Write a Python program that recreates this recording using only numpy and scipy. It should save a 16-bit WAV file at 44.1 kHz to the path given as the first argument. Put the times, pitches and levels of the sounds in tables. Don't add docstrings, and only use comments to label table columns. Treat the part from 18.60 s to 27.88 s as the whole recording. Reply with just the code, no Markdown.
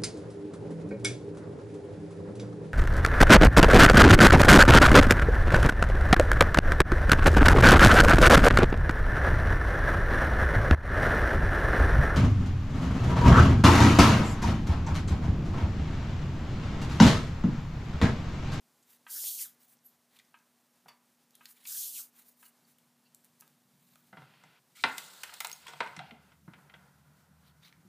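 import sys
import numpy as np
from scipy import signal
from scipy.fft import rfft, irfft, next_fast_len
from scipy.io import wavfile
from scipy.ndimage import uniform_filter1d

SR = 44100
rng = np.random.default_rng(int(sys.argv[2]) if len(sys.argv) > 2 else 0)


def generate_wav(signal):
    frames = np.transpose(np.atleast_2d(signal))
    scaled = np.clip(frames, -1, 1) * 32767
    pcm = np.round(scaled).astype(np.int16)
    wavfile.write(sys.argv[1], SR, pcm)


def makeup_ratio(level_db):
    decades = np.asarray(level_db, float) / 20
    return 10 ** decades


N = 409233
T = np.arange(N) / SR

# (frequency [Hz], level [dB per Hz])
SKIN = [(880, 17), (1500, -2), (2530, -9.5), (3860, -5.5), (4520, -8), (5240, -14), (11000, -8),
        (12800, -6.5), (14900, -6), (15800, -6.5)]
# (frequency [Hz], level [dB], t60 factor [1])
PLATES = [(363.4, -14, 1.2), (460.6, -7.5, 1), (517, -14, 1.7), (607, -13, 1.5), (688, -12.5, 1.1),
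          (758, -2.5, 2), (931, 3, 1.05), (1005, -2, 1.2), (1196, -12, 1.7), (1323, -5, 1.3),
          (1380, -0.5, 1.2), (1418, -1.5, 1.6), (1470, -4.5, 1.3), (1530, -8, 1.2), (1710, -14, 0.8),
          (1930, -10, .7), (2048, 1, 1.2), (2260, -7, 1.0), (2385, -4, .7), (2543, -7, 0.85),
          (2720, -1, .45), (3030, -12.5, .6), (3246, -10.5, 0.8), (3880, -16, 0.46), (4350, -14, .6)]


def evened(x):
    return x / np.sqrt(np.mean(x ** 2) + 1e-20)


def read(points, hz):
    f, value = np.transpose(points)
    return np.interp(np.log(hz + 1), np.log(f + 1), value)


def add(mix, s, sound):
    part = mix[round(s * SR):][:len(sound)]
    part += sound[:len(part)]


def curve(tables):
    s, *columns = np.transpose(sum(tables, []))
    inside = sum((T >= rows[0][0]) & (T < rows[-1][0] + 0.003) for rows in tables) > 0
    gate = uniform_filter1d(1. * inside, size=400)
    return [gate] + [np.interp(T, s, c) for c in columns]


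def fade(t, t60):
    return np.exp(-np.log(1000) * t / t60)


def band(x, lo_hz, hi_hz):
    edges_hz = [lo_hz, min(hi_hz, SR / 2.1)]
    return signal.sosfilt(signal.butter(3, edges_hz, "band", fs=SR, output="sos"), x)


def resonate(x, hz, width):
    turn = np.exp(2j * np.pi * np.cumsum(hz * np.ones(len(x))) / SR)
    r = np.exp(-np.pi * width / SR)
    return 2 * (turn * signal.lfilter([1 - r], [1, -r], x / turn + 1e-18)).real


def hiss(spectrum, patchy_db, flicker_db):
    frames, hz = N // 128 + 5, np.fft.rfftfreq(512, 1 / SR)
    a, b, patches = rng.standard_normal((frames, 257, 3)).T
    patches = uniform_filter1d(patches, size=6, axis=0)
    patches = evened(uniform_filter1d(patches, size=12, axis=1))
    flicker = evened(uniform_filter1d(rng.standard_normal(frames), size=3))
    level_db = read(spectrum, hz)[:, None] + patchy_db * patches + flicker_db * flicker
    z = (a + 1j * b) * makeup_ratio(level_db)
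    return evened(signal.istft(z, nperseg=512, noverlap=384)[1][:N])


def grit(per_s, spread_db):
    size = makeup_ratio(spread_db * np.minimum(rng.exponential(1, N), 5))
    sign = rng.choice([-1, 1], N)
    return evened(size * sign * (rng.random(N) < per_s / SR))


def burst(noise, lo_hz, hi_hz, t60):
    x = band(noise * fade(T[:len(noise)], t60), lo_hz, hi_hz)
    return x / abs(x).max()


def air():
    # (frequency [Hz], level [dB per Hz])
    room = [(29, -61), (60, -33), (95, -22), (134, -9), (188, -8), (257, -9), (300, -12), (530, -14),
            (837, -13), (2530, -20), (4410, -20), (13700, -21), (15800, -24)]
    # (time [s], level [dB])
    hum_levels = [
        (0, -80.5),
        (5.5, -77),
        (6.2, -89.5),
        (9.28, -95),
    ]
    room_db, hum_hz = -71.3, 240.5
    size = next_fast_len(N, True)
    hz = np.fft.rfftfreq(size, 1 / SR)
    tone = evened(irfft(rfft(rng.standard_normal(N), size) * makeup_ratio(read(room, hz)), size)[:N])
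    drift, waver = (evened(uniform_filter1d(rng.standard_normal(N), size=n)) for n in (2500, 9000))
    crackle = evened(resonate(grit(per_s=40, spread_db=6), 6000, width=900))
    hum = np.sin(2 * np.pi * np.cumsum(hum_hz + 0.6 * waver) / SR)
    hum_db = np.interp(T, *np.transpose(hum_levels)) + 0.84 * waver
    return makeup_ratio(room_db + drift) * (tone + 0.057 * crackle) + np.sqrt(2) * makeup_ratio(hum_db) * hum


def kitchen(x):
    # (frequency [Hz], t60 [s])
    decay = [(150, 0.38), (500, .45), (1000, 0.47), (2000, 0.39), (4000, 0.23), (6500, 0.2), (12000, 0.29)]
    out = np.zeros(N)
    for k in range(3):
        taps = np.zeros(SR // 2)
        at = np.arange(250, len(taps) - 20, 20)
        taps[at + rng.integers(0, 20, len(at))] = rng.choice([-1., 1.], len(at))
        hz, t, z = signal.stft(taps, SR, nperseg=256)
        tail = signal.istft(z * makeup_ratio(-60 * t / read(decay, hz)[:, None]), SR, nperseg=256)[1]
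        share = np.sqrt(2 / 3) * np.cos(2 * np.pi * 25 * T + k * np.pi / 3)
        out += signal.oaconvolve(share * x, tail / np.linalg.norm(tail))[:N]
    return out


def rocking():
    # (time [s], level [dB])
    shakes = [(4.0, -83), (5.59, -72.5), (5.72, -67), (6.0, -82), (6.43, -70.5), (6.72, -78.5), (7.2, -66),
              (7.36, -65), (9.27, -67.5)]
    lumps_db = np.interp(T, *np.transpose(shakes), left=-120)
    deep_db = np.interp(T, (5.3, 7.6), (-103, -75.5))
    noise = rng.standard_normal(N)
    lumps = resonate(noise, 150, width=16) + 0.65 * resonate(noise, 180.6, width=12.1)
    deep = resonate(resonate(noise, 76, width=10), 76, width=10)
    return makeup_ratio(lumps_db) * evened(band(lumps, 101.4, 300)) + makeup_ratio(deep_db) * evened(deep)


def thump(s, peak_db, hz, t60):
    t = T[:SR // 2]
    ring = np.sin(2 * np.pi * hz * t)
    ring += 0.4 * np.sin(2 * np.pi * hz * 0.66 * t)
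    ring += 0.3 * np.sin(2 * np.pi * hz * 1.87 * t)
    rise = 1 - np.exp(-t / 0.004)
    return s, band(makeup_ratio(peak_db - 60 * t / t60) * rise * ring, 115, 900)


def bangle():
    # (frequency [Hz], level [dB], t60 [s], unused as the rattle sets the decay)
    modes = [(2230, -8, 0.076), (2620, -9, 5.0), (2940, -7, 1.2), (3470, -6, 0.33), (4590, -0.5, 0.42),
             (5400, -17, 0.077)]
    start_s, level_db, rattle_t60_s = 2.283, -51.5, 0.092
    t = T[:SR // 3]
    rattle = rng.standard_normal(len(t)) * makeup_ratio(-60 * t / rattle_t60_s)
    lines = sum(makeup_ratio(db) * evened(resonate(rattle, hz, width=70)) for hz, db, _ in modes)
    return start_s, makeup_ratio(level_db - 20.0) * lines


def bowl(s, peak_db):
    # (frequency [Hz], level [dB], t60 [s])
    modes = [(970, 1, 0.07), (1263, 3, 0.085), (1614, 7, 0.045), (1850, -18, 0.046), (2480, -6, .04),
             (2570, 2.5, 0.028), (3360, -17, .03)]
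    t, noise = T[:SR // 5], rng.standard_normal(SR // 5)
    ring = sum(makeup_ratio(db - 60 * t / t60) * np.sin(2 * np.pi * hz * t) for hz, db, t60 in modes)
    ring = band(ring, 600, 4000)
    return s, makeup_ratio(peak_db) * (ring / abs(ring).max() + 0.59 * burst(noise, 1030, 3130, 0.11))


def tick(s, peak_db, hz, crack_db, t60):
    noise = rng.standard_normal(SR // 5)
    near = burst(noise, hz / 1.2, hz * 1.2, t60)
    wide = burst(noise, hz / 2.2, hz * 2.2, 0.6 * t60)
    crack = burst(noise, 5200, 24300, 0.39 * t60)
    return s, makeup_ratio(peak_db) * (0.5 * near + wide + makeup_ratio(crack_db + 8) * crack)


def snap(s, peak_db, lo_hz):
    return s, makeup_ratio(peak_db) * burst(rng.standard_normal(SR // 20), lo_hz, 18000, 0.0052)


def whistle(s, db, hz, width, half):
    t = np.arange(-3 * half, 3 * half, 1 / SR)
    pitch_hz = np.interp(t, (-1.5 * half, 1.5 * half), hz)
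    fuzz = resonate(resonate(rng.standard_normal(len(t)), pitch_hz, width), pitch_hz, 2 * width)
    return s - 3 * half, makeup_ratio(db) * np.exp(-(t / half) ** 2) * evened(fuzz)


def squeak(s, db, hz, width, half):
    return whistle(s, db, (hz, hz), width, half)


def glide(s, db, from_hz, to_hz, half):
    return whistle(s, db, (from_hz, to_hz), 0.2 * (from_hz + to_hz) / 2, half)


def brushes():
    # (time [s], hiss level [dB], body level [dB], half length [s])
    strokes = [(0.322, -59.5, -68, 0.047), (1.028, -61.5, -70.5, 0.028), (1.112, -59.5, -72.5, 0.031),
               (1.275, -63, -97, 0.028), (1.57, -69, -69.5, 0.045), (2.288, -62, -73, 0.01),
               (2.857, -63, -69, 0.036), (2.907, -54.5, -72, 0.027), (3.018, -65, -68.5, 0.073),
               (3.59, -57, -66, 0.038), (3.687, -60, -75, 0.042), (3.841, -56.5, -73, 0.05),
               (4.102, -67, -78, 0.031), (4.651, -66, -74, 0.018), (4.81, -58, -71, 0.011),
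               (4.88, -74, -74, 0.012), (5.327, -70.5, -76, 0.18), (8.872, -73, -68.5, 0.037),
               (9.066, -67.5, -58.5, 0.034)]
    slide, out = hiss(SKIN, patchy_db=2.0, flicker_db=2.5), np.zeros(N)
    top, body = evened(band(slide, 5600, 23000)), evened(band(slide, 1850, 5670))
    for s, hiss_db, body_db, half in strokes:
        at = slice(max(round((s - 3 * half) * SR), 0), round((s + 3 * half) * SR))
        swell = np.exp(-((T[at] - s) / half) ** 2)
        out[at] += swell * (makeup_ratio(hiss_db) * top[at] + makeup_ratio(body_db) * body[at])
    return out


def palms():
    # (time [s], pressure level [dB], palm cavity [Hz])
    rolls = [
        [(0.45, -81, 2860), (0.51, -41, 4553), (0.556, -40, 5200), (0.63, -38, 4840), (0.674, -35, 3920),
         (0.774, -41, 4690), (0.824, -35, 4590), (0.862, -48, 3570), (0.95, -74, 4260)],
        [(3.04, -60, 4190), (3.064, -55, 4930), (3.074, -43, 4970), (3.18, -36.5, 5300), (3.236, -37.5, 4060),
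         (3.318, -44.5, 4530), (3.368, -40.5, 3950), (3.414, -43.5, 4510), (3.5, -70.5, 4270)],
    ]
    cup_db, cup_db_per_octave, cup_hz = -19, -12, 4700
    on, hiss_db, cavity_hz = curve(rolls)
    body_db = hiss_db + cup_db + cup_db_per_octave * np.log2(cavity_hz / cup_hz)
    slide = hiss(SKIN, patchy_db=1.8, flicker_db=0.7) + 0.1 * grit(per_s=4000, spread_db=1.2)
    cavity = resonate(rng.standard_normal(N), cavity_hz, width=650)
    cavity = resonate(cavity, cavity_hz, width=1600)
    body = 0.89 * evened(band(band(slide, 3060, 5450), 1800, 9300))
    body += 0.99 * evened(band(cavity, 2160, 9000))
    return on * (makeup_ratio(hiss_db) * evened(band(slide, 4930, 15000)) + makeup_ratio(body_db) * evened(body))


def sizzle():
    # (frequency [Hz], level [dB per Hz])
    steam = [(1470, -18.5), (2500, -12.5), (2870, -2), (4190, 3), (4930, -1), (6360, -5.5), (7770, 0),
             (9350, -6), (11000, -7), (11600, -22), (12400, -14), (13000, -4), (14600, -5.5), (15400, -12),
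             (15800, -19)]
    start_s, build_s, lift_s = 6.15, 0.22, 7.28
    start_db, build_db, thin_db_per_s, stop_db_per_s = -53.5, -5, -12, -110
    t = T - start_s
    level_db = start_db + build_db * np.clip(1 - t / build_s, 0, 1)
    level_db += thin_db_per_s * np.maximum(t - build_s, 0)
    level_db += stop_db_per_s * np.maximum(T - lift_s, 0)
    pops = evened(band(grit(per_s=600, spread_db=4), 2500, 10500))
    leak = evened(hiss(steam, patchy_db=2.0, flicker_db=1.8) + 0.22 * pops)
    return np.clip(t / 0.012, 0, 1) * makeup_ratio(level_db) * leak


def hinge():
    # (time [s], length [s], rub level [dB], bright part relative level [dB])
    swings = [(5.522, 0.48, -69.5, 1.5), (6.259, 0.54, -61.5, -4), (6.972, 0.537, -65.5, 3.5),
              (7.269, 0.47, -67.5, -4), (7.871, 0.437, -66.5, -10.5), (8.6, 1, -74, -12.5)]
    rest = (8.18, 0.5, -72, -10)
    push_s, slow_db, halt_s = 0.065, -1.5, 0.017
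    slips = (rng.standard_normal(N) + 0.3 * grit(per_s=900, spread_db=3))[:SR]
    plates = sum(makeup_ratio(0.88 * db) * resonate(slips, hz, width=220) for hz, db, _ in PLATES)
    body, bright = evened(band(plates, 340, 1800)), evened(band(plates, 1900, 5200))
    out, t = np.zeros(N), T[:SR]
    for start, length, rub_db, bright_db in swings + [rest]:
        speed = np.clip(t / push_s, 0, 1) * makeup_ratio(slow_db * t / length)
        speed = speed * np.clip((length - t) / halt_s, 0, 1)
        rub = np.roll(body + makeup_ratio(bright_db) * bright, rng.integers(SR))
        add(out, start, makeup_ratio(rub_db) * speed * rub)
    return out


def creak(s, peak_db, lo_hz):
    noise = rng.standard_normal((2, SR // 20))
    click = 1.1 * burst(noise[0], lo_hz, 18000, 0.002) + 0.12 * burst(noise[1], lo_hz, 15800, 0.028)
    return s, makeup_ratio(peak_db) * (click - resonate(click, 11700, width=900))


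def blow(s, peak_db, body_db, edge_db, crack_db, t60, rings=0.59, luck_db=2.2, crack_hz=9000, thud_hz=430):
    linger_db, linger = -27, 3.5
    clatter_db, clatter = -21, 4.5
    t, noise = T[:SR // 5], rng.standard_normal(SR // 5)
    ring = np.zeros(len(t))
    for (hz, db, k), (a, b, c, d) in zip(PLATES, rng.standard_normal((len(PLATES), 4))):
        decay = fade(t, t60 * k) + makeup_ratio(linger_db) * fade(t, linger * t60 * k)
        mode = np.sin(2 * np.pi * hz * t + 0.3 * b)
        twin = 0.3 * np.sin(2 * np.pi * hz * (1 + 0.04 * c) * t + d)
        ring += makeup_ratio(db + luck_db * a) * decay * (mode + twin)
    ring *= 1 - np.exp(-t / 0.00071)
    low, high = band(ring, 0.7 * thud_hz, 1750), band(ring, 1750, 5200)
    knock_top_hz = np.interp(peak_db + edge_db, (-55.5, -24.5), (3400, 4300))
    thud = burst(noise, thud_hz, 1800, t60)
    knock = burst(noise, 1800, knock_top_hz, 0.8 * t60)
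    crack = burst(noise, 5000, crack_hz, 0.6 * t60)
    crack = crack - resonate(crack, 11500, width=2000)
    rattle = burst(noise[::-1], 1.4 * thud_hz, 2600, clatter * t60)
    body = rings * low / abs(low).max() + 0.5 * thud + makeup_ratio(clatter_db) * rattle
    edge = 0.82 * rings * high / abs(high).max() + 0.59 * knock
    sound = makeup_ratio(body_db) * body + makeup_ratio(edge_db) * edge + makeup_ratio(crack_db - 0.5) * crack
    return s, makeup_ratio(peak_db + 11.5) * sound


def slip(s, level_db, body_db, crack_db):
    return blow(s, level_db, body_db, 0, crack_db, t60=0.046, rings=0.26, luck_db=4.5,
                crack_hz=15500, thud_hz=720)


def clank(s, level_db, edge_db, crack_db, t60):
    return blow(s, level_db, 0, edge_db, crack_db, t60)


def scene():
    # (time [s], peak level [dB], pitch [Hz], t60 [s])
    thumps = [(0.638, -50, 420, 0.025), (2.253, -57.5, 166.4, 0.086), (5.528, -45, 189.5, 0.085),
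              (5.572, -46.5, 157, 0.17), (5.621, -52, 135, 0.12), (5.847, -60, 153, 0.2),
              (6.239, -34.5, 249, 0.11), (7.203, -33.5, 241, 0.046), (7.372, -38.5, 160, 0.11),
              (7.397, -56, 162, 0.12), (7.515, -44, 232, 0.11), (7.878, -31, 165, 0.048),
              (7.937, -56, 188, 0.11), (9.172, -55, 170, 0.17), (9.247, -49, 190, 0.1)]
    # (time [s], peak level [dB])
    knuckles = [(0.466, -42.5), (1.742, -47), (2.809, -49), (3.828, -50.5), (4.822, -52.5)]
    # (time [s], peak level [dB], pitch [Hz], crack relative level [dB], t60 [s])
    ticks = [(0.227, -60, 7300, -11, 0.087), (0.64, -46.5, 2200, -20, 0.02), (3.855, -53, 4560, 5, 0.0097),
             (1.589, -47.5, 3950, -13, 0.038), (1.597, -51, 2100, -20, 0.036), (1.649, -61, 5940, -6, 0.05),
             (2.259, -50.5, 815, -35, 0.12), (2.283, -49.5, 1070, -25, 0.18),
             (2.753, -54.5, 3470, 6, 0.049), (2.856, -37, 4340, -7.5, 0.028),
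             (3.053, -43, 2440, -14, 0.067), (3.073, -38, 7600, -8, 0.03), (3.171, -43, 5390, -12, 0.055),
             (4.185, -61, 3140, 5.5, 0.035), (4.547, -57, 7540, 10.5, 0.024),
             (5.357, -55, 1300, -22, 0.024), (9.055, -62, 3640, -13, 0.038), (9.126, -48, 2080, -25, 0.025),
             (9.082, -49, 3500, -14, 0.014), (3.012, -59, 4000, -3, 0.012)]
    # (time [s], peak level [dB], lowest frequency [Hz])
    snaps = [(2.708, -51, 2500), (4.607, -56, 6000), (4.646, -47, 7000), (4.652, -48, 6000),
             (4.803, -53, 6000), (4.809, -37, 5000), (4.878, -48, 2500), (5.357, -46, 1000),
             (2.856, -38, 1500), (3.073, -40, 5000), (3.172, -42, 2500)]
    # (time [s], level [dB], pitch [Hz],
    # width [Hz], half length [s])
    squeaks = [(.567, -49, 5450, 390, 0.014), (.634, -48.5, 5250, 400, 0.014),
               (0.83, -60, 5340, 300, 0.012), (3.862, -70, 2900, 150, 0.011), (3.864, -73, 4440, 208, .012),
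               (4.05, -75, 4500, 200, 0.0092), (4.467, -74, 2820, 250, 0.014),
               (4.465, -73.5, 4450, 324.1, .016), (2.752, -69, 3580, 900, .012),
               (0.568, -59.5, 1620, 340, 0.023), (0.641, -58, 750, 400, 0.0038),
               (0.692, -50, 3900, 300, 0.012), (3.11, -63, 1500, 260, 0.022),
               (3.155, -64, 1620, 260, 0.018), (6.87, -70, 469, 90, .06), (1.262, -54, 12100, 700, 0.013),
               (6.933, -43, 6520, 60, 0.0044), (6.185, -66, 1330, 200, 0.025),
               (6.168, -63, 2150, 350, 0.014), (6.198, -58, 2250, 400, 0.012),
               (6.231, -66, 300, 200, 0.004), (7.07, -51, 1013, 64.8, 0.0068),
               (7.083, -45, 3400, 198, 0.0047), (7.41, -47, 755, 90, 0.013), (7.44, -58, 750, 90, 0.02),
               (7.53, -59, 730, 110, .04)]
    # (time [s], level [dB], start pitch [Hz], end pitch [Hz], half length [s])
    glides = [(0.677, -50, 3200, 4000, 0.02), (0.795, -57, 3300, 2000, 0.014),
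              (0.82, -59, 2000, 2100, 0.015), (0.855, -63, 2000, 1100, 0.012),
              (3.24, -56, 3900, 3100, 0.015), (3.365, -55, 3600, 2000, 0.02), (3.4, -64, 1800, 1000, 0.015),
              (3.175, -58, 3600, 2600, 0.01), (3.23, -50, 6100, 6600, 0.045),
              (3.13, -53, 5200, 5400, 0.015), (3.097, -52, 7100, 6800, 0.01)]
    # (time [s], peak level [dB], lowest frequency [Hz])
    creaks = [(6.655, -45, 2500), (6.702, -45, 3000), (6.871, -23, 3000), (6.898, -29.5, 2500),
              (6.916, -24.5, 2500), (6.929, -26.5, 3000), (6.963, -38, 3000)]
    # (time [s], edge level [dB], body relative level [dB], crack relative level [dB])
    slips = [(6.17, -60, -34, 3), (6.381, -39, -11, 7), (6.634, -36.5, -5.5, 0), (6.693, -48.5, 1.5, -27),
             (6.723, -56, 4, -20), (6.73, -57, 4, -20), (6.739, -51.5, -8, 9), (6.804, -35, -3, 3.2),
             (6.847, -33.5, -3.5, -3), (7.068, -46, -11, -5.5)]
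    # (time [s], body level [dB], edge relative [dB], crack relative [dB], ring t60 [s])
    blows = [(5.528, -52, -9, -31, 0.075), (5.57, -52, -4.5, -27, 0.088), (5.619, -54, -8, -37, .055),
             (5.737, -74.5, 13.5, -6, 0.052), (5.837, -61, 3, -3, 0.054), (5.872, -77, 11, -12, 0.054),
             (6.238, -26, 5.5, -16, 0.038), (6.2424, -30.5, -3, -22, 0.036), (6.2495, -34, -6, -20, 0.045),
             (6.2545, -37, -6, -28, 0.04), (6.268, -49, -3, -18, 0.05), (6.281, -51, -2, -16, 0.05),
             (6.296, -57, 2, -13, .05), (7.08, -50, -2.5, -2.5, 0.19), (7.134, -47, -4, -12, 0.042),
             (7.204, -31, 0.5, -17.5, 0.035), (7.2072, -32, -3, -19, 0.042), (7.219, -45, 0, -20, 0.04),
             (7.229, -46, 0, -20, 0.04), (7.262, -52, 2, -12, 0.04), (7.273, -54, 3, -8, 0.05),
             (7.365, -51.5, 6.5, 1, 0.041), (7.391, -46.5, 4.5, -10, 0.048),
             (7.509, -53.5, 5.5, -20, 0.029), (7.718, -65, 0.5, -14, 0.098),
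             (7.878, -55.5, -21, -36, 0.065), (7.935, -58, 2, -14.5, 0.059), (7.985, -62, -9, -21, 0.031),
             (8.097, -64.5, 7, -19, 0.053), (8.139, -55, 3, -25, 0.06)]
    knocks, whistles = np.zeros((2, N))
    add(knocks, *bangle())
    add(whistles, *squeak(6.262, -62, 80, width=60, half=0.031))
    for source, rows in ((thump, thumps), (bowl, knuckles), (tick, ticks), (snap, snaps),
                         (creak, creaks), (slip, slips), (clank, blows)):
        for row in rows:
            add(knocks, *source(*row))
    for source, rows in ((squeak, squeaks), (glide, glides)):
        for row in rows:
            add(whistles, *source(*row))
    steady = air() + rocking() + brushes() + palms() + sizzle() + hinge() + whistles
    mono = knocks + makeup_ratio(-8.0) * kitchen(knocks + 0.78 * whistles) + steady
    return np.array([mono, mono])


def low_pass(x):
    return signal.sosfilt(signal.butter(12, 16450, fs=SR, output="sos"), x)


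def record(dry):
    dry = signal.sosfilt(signal.butter(2, 40, "high", fs=SR, output="sos"), dry)
    edge = signal.firwin(511, 15480, window=("kaiser", 7), fs=SR)
    mix = signal.oaconvolve(dry, edge[None], "same")
    return low_pass(mix)


dry = scene()
out = record(dry)
generate_wav(out)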